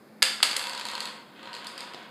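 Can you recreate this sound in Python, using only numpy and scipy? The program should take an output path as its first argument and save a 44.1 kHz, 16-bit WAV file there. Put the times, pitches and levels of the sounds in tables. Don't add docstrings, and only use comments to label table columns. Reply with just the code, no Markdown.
import sys
import numpy as np
from scipy import signal
from scipy.fft import rfft, irfft, next_fast_len
from scipy.io import wavfile
from scipy.ndimage import map_coordinates

SR = 44100
rng = np.random.default_rng(int(sys.argv[2]) if len(sys.argv) > 2 else 0)


def log_audio(samples):
    frames = np.atleast_2d(samples).T
    limited = np.clip(frames, -1, 1)
    pcm = np.round(limited * 32767).astype(np.int16)
    wavfile.write(sys.argv[1], SR, pcm)


N = 92610

# start in seconds, level in dB,
# brightness in dB per octave, pitch of the ring as a ratio, level of the ring in dB.
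END_HITS = [(0.2217, -15, -1, 1.04, 3), (.2263, -5.5, 1.06, 1.02, -3.5), (.403, -40, -8, .95, 8.5),
            (0.4281, -9.5, 1.5, 1, -2), (.431, -7, -1, .97, -9), (0.5123, -19, -2, 1, -6),
            (.5302, -25.5, -2.5, 1, -8), (0.5642, -18, -0.5, .95, -7.5), (.5665, -19.5, 6.5, 1, -10),
            (0.5938, -26.5, -2, 1, 0), (.613, -28, -2, 1, 0.5)]
# start in seconds, level in dB,
# brightness in dB per octave, pitch of the ring as a ratio.
SIDE_SLAPS = [(.6262, -28.5, -0.5, 1), (0.6396, -27.5, -2.5, 1), (0.6539, -29.5, -2, 1),
              (0.6698, -26, 1, .98), (0.6951, -27.5, 3, 1), (0.7326, -26.5, -1, .97),
              (0.7495, -26.5, -2, .98), (0.7767, -27, 0.5, 0.84), (0.7963, -26.5, 0, 0.68),
              (0.8112, -27.5, -2, .9), (0.853, -24.5, 1, .88), (0.8668, -32, 4.5, 0.88),
              (0.886, -25, -0.5, 0.79), (0.899, -29.5, -1.5, 0.83), (0.9139, -32.5, 4, .92),
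              (0.9344, -30, -5.5, .92), (.952, -26, 0, .95), (0.9784, -27.5, -3, 0.93),
              (1.0041, -23, 1.5, 0.94), (1.0271, -35, 4, 0.8), (1.055, -27, 1, 0.96),
              (1.0732, -33.5, 1.5, .97), (1.4301, -38, -3.5, .92), (1.456, -39, -5.5, .92),
              (1.474, -38.5, -6, .92), (1.5305, -32.5, -2, 1.05), (1.54, -32.5, -2, .92),
              (1.5497, -32, -0.5, 0.9), (1.5653, -33.5, -2, 0.94), (1.6452, -35, 0.5, 0.88),
              (1.669, -29, 3.5, 1.04), (1.7784, -29.5, 1, 1.04), (1.7913, -37, -2.5, 0.81),
              (1.8056, -28.5, 1, 1.04)]
# start in seconds, level in dB, brightness in dB per octave.
HAND_KNOCKS = [(1.9357, -36.5, -0.5), (1.9446, -33, -1.5), (2.0282, -45, -1)]
# time in seconds, level in dB.
ROLL_LEVELS = [(.4, -95), (.48, -43.5), (.62, -44), (.8, -45.5), (.95, -44.5), (1.1, -44.5), (1.171, -55.5),
               (1.23, -66), (1.35, -55), (1.42, -47.5), (1.5, -47), (1.58, -47.5), (1.66, -47),
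               (1.75, -47.5), (1.84, -46.5), (1.919, -50.5), (2.04, -49), (2.1, -59.5)]
# pitch in Hz, level in dB, seconds to fade by 60 dB.
PENCIL_NOTES = [(1317, -13.5, 0.024), (1665, -11.5, 0.027), (2114, -12, 0.02), (2700, -14.5, 0.036),
                (2950, -11, 0.012), (3436, -9.5, 0.018), (4234, -5, 0.0056), (4553, -2.5, 0.013),
                (4907, -5.5, 0.0099), (8160, -7.5, 0.012)]
THUD_NOTES = [(238, -13, 0.039), (376, -10, 0.031), (540, -17.5, .04), (720, -13, 0.037)]
# pitch in Hz, width in Hz, level in dB.
TABLE_NOTES = [(523, 22, 8), (722, 39, -0.5), (962, 35, 7.5), (1054, 40, 0.5), (1260, 51, 1),
               (1497, 127, 3), (1884, 29, 4.5), (2115, 100, -5.5), (2570, 100, -7.5), (3240, 140, -10),
               (4380, 680, -8)]
# frequency in Hz, level in dB.
CRACK_COLOUR = [(25, -57), (80, -32), (200, -12), (500, -9), (1000, 0), (1700, 0), (2800, 3), (4500, 2.5),
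                (8000, 3.5), (11500, 2), (16000, -17)]
SLAP_COLOUR = [(25, -50), (80, -19), (200, -13), (600, -9), (1000, -6.5), (2500, 4.5), (4400, 7),
               (8000, 6.5), (12000, 3.5), (16000, -16)]
GRAIN_COLOUR = [(25, -50), (80, -19), (200, -10.5), (500, 0), (700, -2.5), (1000, 2.5), (2200, 0),
                (3500, 1), (5000, -11.5), (8000, -14.5), (14000, -25)]
PLASTIC_COLOUR = [(30, -48), (120, -4), (230, 9), (450, -2), (750, -2), (1200, 1), (2500, 0.5), (4500, 5),
                  (12000, -7.5)]
AIR_COLOUR = [(25, -17), (55, -25.5), (100, -13), (140, -4), (220, 3), (330, 0), (600, -5.5), (1000, -10.5),
              (2200, -16), (3000, -26.5), (5000, -21.5), (8000, -26), (15000, -14)]
MIC_COLOUR = [(25, -20), (75, -0.5), (1000, 1.5), (5050, 2), (5300, -5), (5600, -11), (6000, -8),
              (6600, -5), (7500, -4), (8400, -5), (9400, -7), (11800, -9), (13000, -16.5), (15200, -14.5),
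              (16000, -45)]
# frequency in Hz, seconds to fade by 60 dB.
ECHO_TIMES = [(200, 0.23), (600, 0.86), (1400, .56), (3700, 0.53), (9000, 0.47), (14000, 0.38)]

CRACK_T60_S, SLAP_T60_S, KNOCK_T60_S, ATTACK_S = .014, .016, 0.026, .0001
SLAP_RING_DB, SLAP_TABLE_DB, ROLL_TABLE_DB = -2.5, -4, 0.5
BOOM_DB, BOOM_T60_S, BOOM_RISE_S = -29, 0.29, 0.0036
FLEX_HZ, FLEX_DB, FLEX_T60_S = 971, -14.5, 0.032


def landings(echo_db=-3):
    out = np.zeros(N)
    t = np.arange(SR // 3) / SR
    lowest_note = np.sin(2 * np.pi * TABLE_NOTES[0][0] * t)
    boom = amp(BOOM_DB) * lowest_note * fade(t, BOOM_T60_S) * (1 - np.exp(-t / BOOM_RISE_S))
    for start, db, tilt, pitch, ring_db in END_HITS:
        clack = coloured(pencil_hit(CRACK_T60_S, echo_db, ring_db, pitch), CRACK_COLOUR, tilt)
        add(out, start, amp(db) * clack)
        add(out, start, amp(db) * boom)
    return out


def side_slaps(echo_db=-1, flex_loss=2.5):
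    slaps, flexing = np.zeros(N), np.zeros(N)
    for start, db, tilt, pitch in SIDE_SLAPS:
        hit = pencil_hit(SLAP_T60_S, echo_db, SLAP_RING_DB, pitch)
        add(slaps, start, amp(db) * coloured(hit, SLAP_COLOUR, tilt))
        hollow_note = ringing([(FLEX_HZ, FLEX_DB, FLEX_T60_S)])
        add(flexing, start, amp(db - flex_loss * tilt) * hollow_note)
    return (slaps + amp(SLAP_TABLE_DB) * table_top(slaps)) / 2 + in_room(flexing, echo_db)


def rolling(echo_db=1, grains_per_s=1200, spread_db=4.5):
    grains = (rng.random(N) < grains_per_s / SR) * rng.choice([-1, 1], N)
    strength = amp(spread_db * rng.standard_normal(N))
    force = coloured(grains * strength, GRAIN_COLOUR)
    murmur = unit(force + amp(ROLL_TABLE_DB) * table_top(force))
    level_db = np.interp(np.arange(N) / SR, *np.transpose(ROLL_LEVELS))
    return in_room(murmur * amp(level_db), echo_db) / np.sqrt(2)


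def pencil_hit(t60, echo_db, ring_db, pitch):
    return crack(t60, echo_db) + amp(ring_db) * in_room(ringing(PENCIL_NOTES, pitch), echo_db)


def crack(t60, echo_db):
    echo = room_echo(echo_db)
    t = np.arange(len(echo)) / SR
    envelope = (1 - np.exp(-t / ATTACK_S)) * fade(t, t60)
    burst = rng.standard_normal(len(t)) * envelope
    return np.linalg.norm(envelope) * (burst / np.linalg.norm(burst) + echo)


def ringing(notes, pitch=1, spread_db=1):
    t = np.arange(SR // 10) / SR
    ring = np.zeros(len(t))
    for k, (hz, db, t60) in enumerate(notes):
        gain = (-1) ** k * amp(db + spread_db * rng.normal())
        ring += gain * np.sin(2 * np.pi * hz * pitch * t) * fade(t, t60)
    ring *= 1 - np.exp(-t / ATTACK_S)
    return np.pad(ring, (0, SR // 2 - len(t)))


def table_top(force):
    size = 2 * next_fast_len(len(force))
    hz = np.fft.rfftfreq(size, 1 / SR)
    response = sum(amp(db) * 1j * hz * width / (note ** 2 - hz ** 2 + 1j * hz * width)
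                   for note, width, db in TABLE_NOTES)
    return irfft(rfft(force, size) * response)[:len(force)]


def knocks(echo_db=-4, thud_loss=4):
    out = np.zeros(N)
    for start, db, tilt in HAND_KNOCKS:
        thud = amp(-thud_loss * tilt) * in_room(ringing(THUD_NOTES), echo_db)
        tap = coloured(crack(KNOCK_T60_S, echo_db), PLASTIC_COLOUR, tilt)
        add(out, start, amp(db) * (tap + thud))
    return out


def room_echo(echo_db, build_s=0.0033):
    t = np.arange(SR // 2) / SR
    hz, times, spectrum = signal.stft(rng.standard_normal(len(t)), SR, nperseg=256)
    spectrum = spectrum * fade(times, along(ECHO_TIMES, hz)[:, None])
    echo = signal.istft(spectrum, SR, nperseg=256)[1][:len(t)]
    echo *= 1 - np.exp(-t / build_s)
    return amp(echo_db) * echo / np.linalg.norm(echo)


def in_room(x, echo_db):
    return x + signal.fftconvolve(x, room_echo(echo_db))[:len(x)]


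def room_tone(air_db=-52, hum_hz=212.6, hum_db=-60.5, waver_db=2, drift_radians=0.5):
    air = unit(coloured(rng.standard_normal(N), AIR_COLOUR))
    phase = 2 * np.pi * hum_hz * np.arange(N) / SR + drift_radians * wobble(8.5)
    hum = np.sin(phase) * amp(waver_db * wobble(7.2))
    return amp(air_db) * air + amp(hum_db) * unit(hum)


def coloured(x, colour, tilt=0):
    size = 2 * next_fast_len(len(x) // 2 + 2048)
    hz = np.fft.rfftfreq(size, 1 / SR)
    octaves = np.log2(np.maximum(hz, 500) / 3500)
    gain = amp(along(colour, hz) + tilt * octaves)
    cepstrum = irfft(np.log(gain))
    cepstrum[1:size // 2] *= 2
    cepstrum[size // 2 + 1:] = 0
    return irfft(rfft(x, size) * np.exp(rfft(cepstrum)))[:len(x)]


def amp(db):
    return 10 ** (np.asarray(db) / 20)


def unit(x):
    return x / np.sqrt(np.mean(x ** 2) + 1e-20)


def along(points, hz):
    frequencies, values = np.transpose(points)
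    return np.interp(np.log(hz + 1), np.log(frequencies + 1), values)


def fade(t, t60):
    return np.exp(-np.log(1000) * t / t60)


def wobble(rate):
    return map_coordinates(rng.standard_normal(N // 100), [np.arange(N) * rate / SR])


def add(track, start, sound):
    part = track[round(start * SR):][:len(sound)]
    part += sound[:len(part)]


def scene():
    return (landings() + side_slaps() + rolling() + knocks() + room_tone())[None]


def record(dry):
    peak_limit, top_hz = .92, 15900
    heard = coloured(dry[0], MIC_COLOUR)
    rounded = heard / (1 + np.abs(heard / peak_limit) ** 6) ** (1 / 6)
    size = next_fast_len(N + SR // 2)
    below_top = np.fft.rfftfreq(size, 1 / SR) < top_hz
    return irfft(rfft(rounded, size) * below_top, size)[None, :N]


dry = scene()
out = record(dry)
log_audio(out)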